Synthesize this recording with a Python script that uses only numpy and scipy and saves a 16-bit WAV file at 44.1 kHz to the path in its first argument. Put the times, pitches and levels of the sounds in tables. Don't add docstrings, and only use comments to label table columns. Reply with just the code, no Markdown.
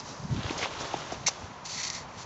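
import sys
import numpy as np
from scipy import signal
from scipy.fft import rfft, irfft
from scipy.io import wavfile
from scipy.ndimage import uniform_filter1d

SR = 44100
rng = np.random.default_rng(int(sys.argv[2]) if len(sys.argv) > 2 else 0)


def inscribe(sig):
    pcm = np.round(np.clip(np.atleast_2d(sig).T, -1, 1) * 32767)
    wavfile.write(sys.argv[1], SR, pcm.astype(np.int16))


def invert_db(level):
    return 10 ** (np.asarray(level, dtype=float) / 20)


N = 99225


def curve(table, col):
    rows = np.array(table, float)
    after = -120 if rows[-1, 0] < 2.2 else None
    return np.interp(np.arange(N) / SR, rows[:, 0], rows[:, col], left=-120, right=after)


def unit(x):
    return x / np.sqrt(np.mean(x ** 2))


def colour(x, points):
    rows, size = np.array(points, float), 4096
    hz = np.maximum(np.arange(size // 2 + 1) * SR / size, 1)
    gain = invert_db(np.interp(np.log(hz), np.log(rows[:, 0]), rows[:, 1]))
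    cepstrum = irfft(np.log(gain))
    cepstrum[1:size // 2] *= 2
    cepstrum[size // 2 + 1:] = 0
    impulse = irfft(np.exp(rfft(cepstrum)))
    return unit(signal.fftconvolve(x, impulse)[:N])


def walk(rate_hz):
    hold = int(SR / rate_hz)
    steps = np.repeat(rng.standard_normal(N // hold + 1), hold)
    return uniform_filter1d(steps, hold)[:N]


def crystals(per_s, spread_db, clump_db):
    breaks = rng.random(N) < per_s / SR
    sign = np.sign(rng.standard_normal(N))
    size = np.minimum(rng.exponential(size=N), 3.5)
    clicks = unit(breaks * sign * invert_db(spread_db * size))
    bed = 1.16 * rng.standard_normal(N)
    return unit((clicks + bed) * invert_db(clump_db * walk(160)))


def ring(x, hz, width_hz):
    return signal.lfilter(*signal.iirpeak(hz, hz / width_hz, fs=SR), x)


# pitch_hz [Hz], width_hz [Hz], gain_db [dB]
SCOOP_MODES = [(1976, 320, -8), (2700, 850, -9.5), (3550, 1430, -10), (4505, 310, -3), (5240, 760, -9),
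               (6080, 264, -2.5), (6390, 290, -4), (7110, 1400, -8.5), (1360, 390, -20)]


def scoop_body(x, cup_gain):
    out = 0
    for k, (hz, width_hz, gain_db) in enumerate(SCOOP_MODES):
        drive = x * cup_gain if k == 0 else x
        out = out + (-1) ** k * invert_db(gain_db) * ring(drive, hz, width_hz)
    return out


def scoop_rim(x):
    return ring(x, 6335, 280)


# [dB, before the common cup lift]
JAB_FORCE = [(1.258, -61, -9), (1.263, -33.5, 8), (1.2648, -28, -5), (1.27, -27, 5.5), (1.273, -24, -6.5),
             (1.277, -23, -21), (1.281, -21.5, -3.5), (1.285, -30.5, -4), (1.29, -28.5, -4.5),
             (1.294, -38, 5), (1.3, -43.5, -11), (1.308, -68, -5)]
# [dB, before the common cup lift]
SCRAPE_FORCE = [(1.63, -67, -1), (1.64, -59, -5), (1.654, -40, -9.5), (1.664, -36.5, -14),
                (1.686, -43.5, -14), (1.692, -38, -16), (1.802, -35, -0.5), (1.826, -38, -2),
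                (1.832, -32.5, -3), (1.84, -31.5, -6.5), (1.866, -36.5, -2), (1.878, -32.5, -11),
                (1.892, -41.5, 3), (1.902, -39.5, 0), (1.912, -42, -0.5), (1.936, -40, -6),
                (1.954, -36.5, -3), (2.004, -44.5, -3.5), (2.062, -61, -14), (2.168, -54, -8),
                (2.186, -44.5, -12), (2.228, -43, -12), (2.25, -56, -17)]


def scoop_grit():
    cup_lift_db, rim_db = 5, -0.5
    force = invert_db(np.maximum(curve(JAB_FORCE, 1), curve(SCRAPE_FORCE, 1)))
    cup_gain = invert_db(cup_lift_db + np.maximum(curve(JAB_FORCE, 2), curve(SCRAPE_FORCE, 2)))
    grit = crystals(per_s=2200, spread_db=2.5, clump_db=0.72)
    body = scoop_body(grit * force, cup_gain)
    rim = invert_db(rim_db) * scoop_rim(grit * invert_db(curve(JAB_FORCE, 1)))
    reference = np.std(scoop_body(grit, 0.96))
    return (body - rim) / reference


def crack(x):
    snap_db = -22
    both = scoop_body(x, 0.88) + invert_db(snap_db) * ring(x, 5800, 2500)
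    return ring(both, 4900, 3500)


# [dB, peak of the crack without the rim]
CRUST_CRACKS = [(1.266, -17), (1.2685, -16.5), (1.2758, -17), (1.278, -15), (1.2835, -16), (1.2863, -15),
                (1.6592, -31), (1.759, -32), (1.787, -30), (1.79, -26), (1.8135, -30.5), (1.832, -22),
                (1.836, -25), (1.838, -23), (1.842, -24), (1.85, -24), (1.871, -30), (1.879, -27),
                (1.901, -16.5), (1.908, -32), (1.932, -26.5), (1.95, -25.5)]


def scoop_cracks():
    impulses = np.zeros(N)
    for time_s, level_db in CRUST_CRACKS:
        impulses[int(time_s * SR)] = invert_db(level_db)
    single = 1. * (np.arange(N) == 0)
    peak = np.abs(crack(single)).max()
    in_jab = curve(JAB_FORCE, 1) > -90
    rim = invert_db(1.0) * scoop_rim(impulses * in_jab)
    return (crack(impulses) - rim) / peak


# [dB, relative to the crisp part]
TREAD_LEVELS = [(0, -52.5, 1, 15.5), (.02, -59.5, 6, 8.5), (.1, -52.5, 7, 8), (.15, -59, 11.5, 9.5),
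                (.29, -66, 13.5, 13), (.31, -49, 6, -1.5), (.33, -52.5, 1.5, 5), (.39, -45, -1, -5.5),
                (.5, -42, 2, -3.5), (.53, -44.5, 2.5, 2), (.572, -45.5, 7.5, -6), (.579, -42, -0.5, 6),
                (.605, -40, 2.5, -1.5), (.622, -38, 0.5, -1), (.627, -32, -4, -3.5), (.64, -36, 2, 1.5),
                (.653, -36, 0.5, -13), (.662, -39, -0.5, -7), (.69, -44.5, 1.5, -5.5), (.79, -44.5, 4, -3),
                (.805, -43, 1, 7.5), (.835, -41, 2.5, -3), (.89, -43, -0.5, -2.5), (1.0, -45.5, 3.5, -1.5),
                (1.112, -46, -4, -3), (1.122, -40.5, 3, 2), (1.145, -45.5, -1, -1.5), (1.165, -53, 6, 1),
                (1.255, -54, -2, 3), (1.31, -51.5, 5.5, 8.5), (1.35, -54.5, 7, 4), (1.46, -53, 6, 1),
                (1.5, -57.5, 1.5, 1), (1.64, -68, -4, 7)]
# [dB per Hz, relative]
CRISP_COLOUR = [(800, -13.5), (1400, -3), (1950, -5), (2300, -5.5), (2800, -3.5), (3500, -3), (4500, -8),
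                (6000, -25.5)]
# [dB per Hz, relative]
DULL_COLOUR = [(150, -32), (300, -2), (500, -1.5), (800, -0.5), (1300, -5), (2500, -20)]
# [dB per Hz, relative]
FINE_COLOUR = [(2500, -24), (4000, -1.5), (5200, 0), (6400, 1.5), (7400, -5), (9000, -11)]


def feet():
    shared = 0.5 * crystals(per_s=2200, spread_db=2.5, clump_db=0.84)
    crisp = colour(shared + crystals(1100, 3.6, 3.6), CRISP_COLOUR)
    dull = colour(shared + crystals(900, 1.6, 2.7), DULL_COLOUR)
    fine = colour(shared + crystals(4000, 1.3, 2.16), FINE_COLOUR)
    crunch = crisp + invert_db(curve(TREAD_LEVELS, 2)) * dull + invert_db(curve(TREAD_LEVELS, 3)) * fine
    return invert_db(curve(TREAD_LEVELS, 1)) * crunch


# centre_s [s], peak_db [dB], pitch_hz [Hz, at the centre], length_cycles [cycles]
LUMP_KNOCKS = [(0.203, -34.5, 143, 2.4), (0.254, -31.5, 161, 2.3), (0.302, -31, 141, 1.1),
               (0.328, -23.5, 140, 4.1), (0.349, -26.5, 252, 1.4), (0.368, -28.5, 94, 1),
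               (0.378, -24.5, 202, 0.76), (0.3975, -32.5, 170, 1), (0.445, -26.5, 500, 0.87),
               (0.457, -27, 99.5, 1.4), (0.497, -26, 2420, 3.5), (0.5093, -22.5, 318, 1.66),
               (0.5093, -24, 4000, 1.52), (0.511, -29, 950, 0.94), (0.485, -31.5, 257, 1.7),
               (0.616, -26.5, 2250, 4.7), (0.627, -26, 2280, 8.4), (0.6302, -30, 2000, 9),
               (0.6325, -26, 2400, 2), (0.6349, -25, 1100, 1.2), (0.644, -24.5, 2200, 4.1),
               (0.6483, -21, 2500, 1.8), (0.6538, -31, 2900, 2.3), (0.628, -24, 590, 0.97),
               (0.6495, -30, 706, 2), (0.5945, -28, 583, 1.3), (0.6586, -20.5, 940, 1.8),
               (0.810, -21.5, 720, 0.39), (0.9368, -33, 2700, 5.7), (0.9419, -16.5, 783, 2.17),
               (0.9445, -26.5, 327, 1.5), (1.1245, -24, 660, 1.3), (1.127, -35, 270, 2),
               (1.209, -38.5, 114, 1.58), (1.2843, -18, 940, 1.22), (1.277, -30, 900, 2.2),
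               (1.288, -29, 655, 2.2), (1.444, -39, 91, 1.9)]


def knocks():
    glide = 0.026
    t, out = np.arange(N) / SR, 0
    for centre_s, peak_db, pitch_hz, length_cycles in LUMP_KNOCKS:
        turns = (t - centre_s) * pitch_hz
        window = np.exp(-(2 * turns / length_cycles) ** 2)
        tone = np.cos(2 * np.pi * turns * (1 + glide * turns / 2))
        out = out - invert_db(peak_db) * window * tone
    return out


# [dB, before flutter]
GUST_LEVELS = [(0, -53), (.12, -45), (.17, -53), (.2, -49), (.25, -38), (.275, -46), (.315, -33.5),
               (.35, -34), (.39, -37), (.43, -43.5), (.6, -46), (.9, -50.5), (1.1, -48.5), (1.2, -44.5),
               (1.3, -51.5), (1.43, -49.5), (1.55, -54), (1.78, -51.5), (2.25, -52.5)]
# [dB per Hz, relative]
WIND_COLOUR = [(15, -44.5), (25, -12), (151, -1.5), (267, -7.5), (339, -21.5), (395, -18.5), (515, -32),
               (700, -22), (910, -49.5), (1540, -120)]


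def wind():
    flutter_db = 1.9 * walk(35.6)
    return invert_db(curve(GUST_LEVELS, 1) + flutter_db) * colour(rng.standard_normal(N), WIND_COLOUR)


# [dB per Hz, relative]
TRAFFIC_COLOUR = [(18, -46.5), (30, -42.5), (93, -2.5), (166, -19.5), (205, -13.5), (713, -7.5), (990, -3),
                  (1440, -12), (4550, -26), (7270, -29.5), (8180, -68.5), (10600, -100)]


def traffic():
    level_db = -45.5
    swell_db = 1.2 * walk(2.65)
    return invert_db(level_db + swell_db) * colour(rng.standard_normal(N), TRAFFIC_COLOUR)


def scene():
    air = scoop_grit() + scoop_cracks() + feet() + knocks() + wind() + traffic()
    low_cut = signal.butter(2, 32, "high", fs=SR, output="sos")
    return np.tile(signal.sosfilt(low_cut, air), (2, 1))


def band_limit(x):
    return signal.sosfilt(signal.butter(12, 8330, fs=SR, output="sos"), x)


def record(dry):
    roll_off = signal.butter(4, 7010, fs=SR, output="sos")
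    steep_stop = signal.cheby2(16, 75, 8640, fs=SR, output="sos")
    soft = signal.sosfilt(roll_off, dry)
    finished = signal.sosfilt(steep_stop, soft)
    return band_limit(finished)


dry = scene()
out = record(dry)
inscribe(out)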